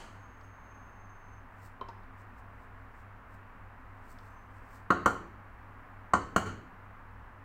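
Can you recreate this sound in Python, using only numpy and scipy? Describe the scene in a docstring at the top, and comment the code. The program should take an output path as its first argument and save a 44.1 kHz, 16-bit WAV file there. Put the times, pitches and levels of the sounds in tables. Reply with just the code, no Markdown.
"""A wooden spoon bumps and stirs inside a large steel pot, then raps its rim in two pairs of knocks.
Pot and spoon ring as decaying sines; wood on steel, swishes and ticks are shaped noise.
Beneath: a burner's noise rush and rumble, a motor beating against mains hum, a dying clink, thin whistles.
A tiled kitchen answers the knocks with reflections and a tail; a limiter ducks under the loudest peaks."""
import sys
import numpy as np
from scipy import signal
from scipy.fft import rfft, irfft, next_fast_len
from scipy.io import wavfile
from scipy.ndimage import uniform_filter1d, minimum_filter1d, map_coordinates

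SR = 44100
rng = np.random.default_rng(int(sys.argv[2]) if len(sys.argv) > 2 else 0)


def generate_wav(signal):
    """Clip the signal to [-1, 1] and save it as 16-bit WAV at the path in sys.argv[1]."""
    frames = np.transpose(np.atleast_2d(signal))
    scaled = np.clip(frames, -1, 1) * 32767
    pcm = np.round(scaled).astype(np.int16)
    wavfile.write(sys.argv[1], SR, pcm)


N = 328104
TIME = np.arange(N) / SR


def amp(db):
    """Decibels to gain."""
    return 10 ** (np.asarray(db) / 20)


def unit(x):
    """x at rms 1."""
    return x / np.sqrt(np.mean(x ** 2) + 1e-20)


def along(points, hz):
    """(pitch_hz, value) points read on a log frequency axis."""
    point_hz, value = np.transpose(points)
    return np.interp(np.log(hz + 1), np.log(point_hz + 1), value)


def filtered(x, response):
    """x times a response of frequency, zero-padded against wrap-around."""
    size = next_fast_len(len(x) + 8192)
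    spectrum = rfft(x, size) * response(np.fft.rfftfreq(size, 1 / SR))
    return irfft(spectrum, size)[:len(x)]


def noise(colour, size=N):
    """Noise of rms 1 with the given colour: (pitch_hz, relative_db)."""
    white = rng.standard_normal(size)
    return unit(filtered(white, lambda hz: amp(along(colour, hz))))


def wobble(knots_per_s):
    """A smooth random curve through random knots."""
    knots = rng.standard_normal(int(N * knots_per_s / SR) + 4)
    return map_coordinates(knots, [TIME * knots_per_s])


def fade(t, rise_s, t60_s):
    """A quick swell that dies away."""
    return (1 - np.exp(-t / rise_s)) * amp(-60 * t / t60_s)


def add(track, start_s, sound):
    """Mix a sound into the track, cut at its end."""
    part = track[round(start_s * SR):][:len(sound)]
    part += sound[:len(part)]


def ringing(modes, t, rise_s):
    """Neighbouring modes swing in opposite directions, so the ring takes a few ms to build."""
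    ring = 0
    for k, (hz, db, t60_s) in enumerate(modes):
        level = amp(db + rng.normal(0, 0.86))
        ring = ring + (-1) ** k * level * fade(t, rise_s, t60_s) * np.sin(2 * np.pi * hz * t)
    return ring


# room tail by band: pitch_hz, t60_s
KITCHEN_DECAY = [(100, 0.9), (300, 0.69), (700, 0.34), (1400, 0.47), (4400, 0.5), (8000, 0.36),
                 (14000, 0.28)]
# near reflecting surfaces: delay_s, gain
NEAR_SURFACES = [(.00414, .31), (.01566, .2), (.02093, .1)]


def kitchen(x, wet_db):
    """x with its near reflections and a tail in which each band dies at its own speed."""
    hz, t, bands = signal.stft(rng.standard_normal(SR), SR, nperseg=256)
    decay = fade(t, 0.011, along(KITCHEN_DECAY, hz)[:, None])
    tail = signal.istft(bands * decay, SR, nperseg=256)[1]
    answer = amp(wet_db) * tail / np.linalg.norm(tail)
    for delay_s, gain in NEAR_SURFACES:
        answer[round(delay_s * SR)] += gain
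    return x + signal.fftconvolve(x, answer)[:len(x)]


# flame and air: pitch_hz, relative_db
FLAME_COLOUR = [(100, 0), (160, -7), (192, 0), (215, -5), (262, 2), (300, -8), (550, -8), (1050, -0.5),
                (1750, -6), (2800, -20.5), (3400, -30.5), (5000, -37.5), (10000, -42.5), (15500, -38.5)]
# low rumble: pitch_hz, relative_db
RUMBLE_COLOUR = [(12, -7.5), (22, 1.5), (33, -0.5), (47, -12), (58, 4.5), (75, -10), (110, -21), (160, -39),
                 (400, -80)]
FLAME_DB, RUMBLE_DB = -54, -59.5


def burner():
    """The flame rushes steadily, wavering a little, over a low rumble."""
    rush = amp(FLAME_DB + 0.34 * wobble(8.2)) * noise(FLAME_COLOUR)
    return rush + amp(RUMBLE_DB) * noise(RUMBLE_COLOUR)


# steady motor lines: pitch_hz, rms_db
MOTOR_LINES = [(21.2, -58.5), (57, -63), (193.1, -76.5), (200, -91), (272, -84)]


def motors():
    """A motor slips just under the mains hum, so the two beat at the slip frequency."""
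    mains_hz, slip_hz, quiet_s = 100, 3.448, .04  # quiet_s: a moment when the two oppose
    turn = 2 * np.pi * (TIME - quiet_s)
    mains = amp(-58.0) * np.sin(mains_hz * turn)
    slipping_db = -62.5 + 0.85 * wobble(1.8)
    slipping = amp(slipping_db) * np.sin((mains_hz - slip_hz) * turn + 0.096 * wobble(0.8))
    lines = sum(amp(db) * np.sin(hz * turn + .5 * wobble(2.04)) for hz, db in MOTOR_LINES)
    return np.sqrt(2) * (mains - slipping + lines)  # rms to peak


# clink left in the room: pitch_hz, relative_db
CLINK_WASH = [(1000, 10.5), (2600, 1.5), (3150, 6), (3600, -8), (4400, 2), (5200, -7), (6400, -3.5),
              (8500, -8), (11000, -20), (16000, -28)]


def opening_ring():
    """A bright wash from an earlier clink dies away in the room."""
    return amp(-49) * noise(CLINK_WASH) * amp(-60 * TIME / 0.57)


# thin whistles: start_s, length_s, start_pitch_hz, crest_db
WHISTLE_EVENTS = [(0, 1.52, 6462, -72), (4.182, .4, 6260, -82)]
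WHISTLE_ATTACK_S, WHISTLE_RELEASE_S = .02, 0.16
WHISTLE_SWELL_DB, SAG_HZ_PER_S = 7.5, 95


def whistle():
    """Each thin whistle swells to its middle, sinks in pitch and flutters like a narrow band of noise."""
    out = np.zeros(N)
    for start_s, length_s, pitch_hz, crest_db in WHISTLE_EVENTS:
        t = TIME - start_s
        gate = np.clip(np.minimum(t / WHISTLE_ATTACK_S, (length_s - t) / WHISTLE_RELEASE_S), 0, 1)
        waver_db = 2 * wobble(14)
        level_db = crest_db - WHISTLE_SWELL_DB * np.abs(2 * t / length_s - 1) + waver_db
        sagging_hz = pitch_hz - SAG_HZ_PER_S * t + 35 * wobble(500)
        phase = 2 * np.pi * np.cumsum(sagging_hz) / SR
        flutter = 0.38 * (wobble(90) * np.sin(phase) + wobble(90) * np.cos(phase))
        out += gate * amp(level_db) * (0.92 * np.sin(phase) + flutter)
    return out


# spoon against the inner wall: start_s, knock_gain_db, knock_pitch_hz, tick_gain_db, tick_pitch_hz, tick_t60_s
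WALL_BUMPS = [(0.41, -67, 990, -60.5, 4500, .025), (1.8118, -32.5, 1055, -47.5, 3550, 0.016),
              (1.8857, -41.5, 921, -55.5, 4700, 0.046), (2.033, -73, 1010, -65, 3500, .025),
              (4.186, -70, 1000, -53, 4340, 0.02)]
# wall modes damped by food: ratio_to_knock_pitch, relative_db, t60_s
DAMPED_MODES = [(0.217, -22.5, .15), (0.379, -7, .1), (0.569, -10.5, .07), (.73, -13.5, .06),
                (0.999, 3.5, 0.092), (1.27, -9, 0.039), (2.93, -17, 0.038), (3.72, -20, .025)]


def bumps():
    """Against the inner wall the food damps the spoon to a dull knock, soft thud and tick, longer if it skids."""
    out, t = np.zeros(N), np.arange(SR // 4) / SR
    thud_colour = [(150, -20), (350, 0), (1100, 8), (2000, -23), (4000, -54)]
    for start_s, knock_db, knock_hz, tick_db, tick_hz, tick_t60_s in WALL_BUMPS:
        modes = [(knock_hz * ratio, db, t60_s) for ratio, db, t60_s in DAMPED_MODES]
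        knock = ringing(modes, t, rise_s=0.0015)
        thud = amp(-7.5) * noise(thud_colour, size=len(t)) * fade(t, 0.0026, 0.074)
        band = [(tick_hz / 2, -16), (tick_hz * 0.67, 0), (tick_hz * 1.13, -1), (tick_hz * 2, -24)]
        tick = amp(tick_db) * noise(band, size=len(t)) * fade(t, 0.00072, tick_t60_s)
        add(out, start_s, amp(knock_db) * (knock + thud) + tick)
    return kitchen(out, wet_db=-10.5)


# strokes through the food: crest_s, level_db, release_s
STIR_STROKES = [(.45, -78, .03), (1.662, -64, 0.027), (2.214, -72, .018), (2.395, -72, .013),
                (2.635, -77, .028), (3.0, -76, .03), (3.345, -72.5, 0.021), (4.117, -65.5, 0.02),
                (4.27, -74, .09), (4.575, -77.5, .025), (4.76, -66, 0.037)]
# swish colour: pitch_hz, relative_db
SWISH_COLOUR = [(1500, -34), (4000, 2), (5300, 3), (6500, 1.5), (8200, 5.5), (10000, -6), (15500, 1.5)]
STROKE_RISE = 1.8  # rise time constant / release time constant


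def stirring():
    """Every stroke is a soft, grainy swish that gathers to a crest and then lets go."""
    envelope = np.zeros(N)
    for crest_s, db, release_s in STIR_STROKES:
        distance_s = np.maximum((crest_s - TIME) / STROKE_RISE, TIME - crest_s)
        envelope += amp(db) * np.exp(-distance_s / release_s)
    grain_db = 1.8 * wobble(250)
    return envelope * unit(noise(SWISH_COLOUR) * amp(grain_db))


# spoon on the rim: start_s, gain_db, low_ring_db, high_ring_db, bright_db, hard_edge_db,
# free_share (of the low modes' t60 that the grip leaves)
RIM_RAPS = [(4.9038, 1, -2, 1.5, -8, -7, 0.9), (5.059, -0.5, -1, 2.5, -1, 3, 0.81),
            (6.1349, 0, -2, -2.5, 0, -9.5, 0.75), (6.3618, 7, -7.5, 1.5, 0.5, 4, 0.43)]
# loaded pot modes before colour and grip: pitch_hz, level_db, t60_s
POT_MODES = [(71, -42.0, 0.6), (184, -42.5, 0.3), (221, -34.0, 0.3), (276, -39.5, 0.5), (342, -29.5, 0.2),
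             (381, -36.0, 0.3), (444, -37.0, 0.14), (521, -30.0, 0.12), (595, -21.5, 0.04),
             (615, -38.5, 0.24), (674, -33.0, 0.18), (735, -31.0, 0.19), (885, -37.0, 0.17),
             (993, -29.5, 0.24), (1070, -25.0, 0.22), (1147, -30.0, 0.19), (1235, -18.0, 0.11),
             (1301, -33.0, 0.24), (1404, -25.0, 0.23), (1503, -25.0, 0.15), (1585, -38.5, 0.24),
             (1798, -30.0, 0.1), (1910, -39.5, 0.07), (2300, -51.0, 0.27), (2785, -55.0, 0.17),
             (2950, -55.5, 0.24), (3120, -55.5, 0.24), (4300, -57.0, 0.3), (4430, -55.5, 0.18),
             (6365, -45.5, 0.24)]
# hand-held wooden spoon modes before colour: pitch_hz, level_db, t60_s
SPOON_MODES = [(95, -31.5, 0.19), (182, -21.5, 0.03), (387.6, -25.5, 0.074), (677, -25.5, 0.066),
               (1068, -13, 0.045), (1256, -4, 0.012)]
# dense, short ring of wood on steel: pitch_hz, relative_db
CLACK_COLOUR = [(60, -25), (190, 6.5), (400, 8), (900, 13), (1800, 1.5), (2500, -9.5), (3000, -3),
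                (3600, -20), (4400, -6), (5100, -24), (5900, -10), (6800, -6), (8300, -10.5), (10000, -22)]


def raps():
    """Each rap rings pot and spoon; where and how hard the wood lands sets the colour, the grip damps the ring."""
    out, t = np.zeros(N), np.arange(SR) / SR
    for start_s, gain_db, low_db, high_db, bright_db, edge_db, free_share in RIM_RAPS:
        colour = [(750, 0.02), (1100, low_db), (1400, high_db), (1800, 0), (4400, 0.0089),
                  (6200, bright_db), (8500, bright_db), (11500, edge_db)]
        grip = [(1500, free_share), (2500, 0.72)]  # pitch_hz, share of t60 left
        pot = [(hz, db + along(colour, hz), t60_s * along(grip, hz)) for hz, db, t60_s in POT_MODES]
        spoon = [(hz, db + along(colour, hz), t60_s) for hz, db, t60_s in SPOON_MODES]
        ring = ringing(pot, t, rise_s=0.00015) + ringing(spoon, t, rise_s=0.00052)
        grain = filtered(noise(CLACK_COLOUR, size=SR), lambda hz: amp(along(colour, hz)))
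        crack = amp(-9.5) * grain * fade(t, 0.0045, 0.019)
        # the highest partials die with the crack; the rest shimmer on in the steel
        lower_grain = filtered(grain, lambda hz: 1 / (1 + (hz / 10000) ** 8))
        shimmer = amp(-33) * lower_grain * fade(t, 0.0022, 0.18)
        knock = kitchen(ring, wet_db=-12.5) + kitchen(crack + shimmer, wet_db=-7.5)
        add(out, start_s, amp(gain_db) * knock)
    return out


def scene():
    """All sources at one microphone."""
    background = burner() + motors() + opening_ring() + whistle()
    return (background + bumps() + stirring() + raps())[None]


def limiter(x, ceiling_db, hold_s):
    """The gain drops at a peak, holds, and comes back quickly."""
    needed = np.minimum(1, amp(ceiling_db) / (np.abs(x) + 1e-9))
    span = int(hold_s * SR) | 1
    held = minimum_filter1d(needed, span, origin=span // 2 - SR // 400)  # 2.5 ms look-ahead
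    return x * uniform_filter1d(held, size=SR // 200)  # 5 ms gain ramps


TOP_HZ = 15900


def record(dry):
    """A limiter, then a steep low-pass at TOP_HZ."""
    limited = limiter(dry[0], ceiling_db=-9, hold_s=.095)
    return filtered(limited, lambda hz: 1 / (1 + (hz / TOP_HZ) ** 120))[None]


dry = scene()
out = record(dry)
generate_wav(out)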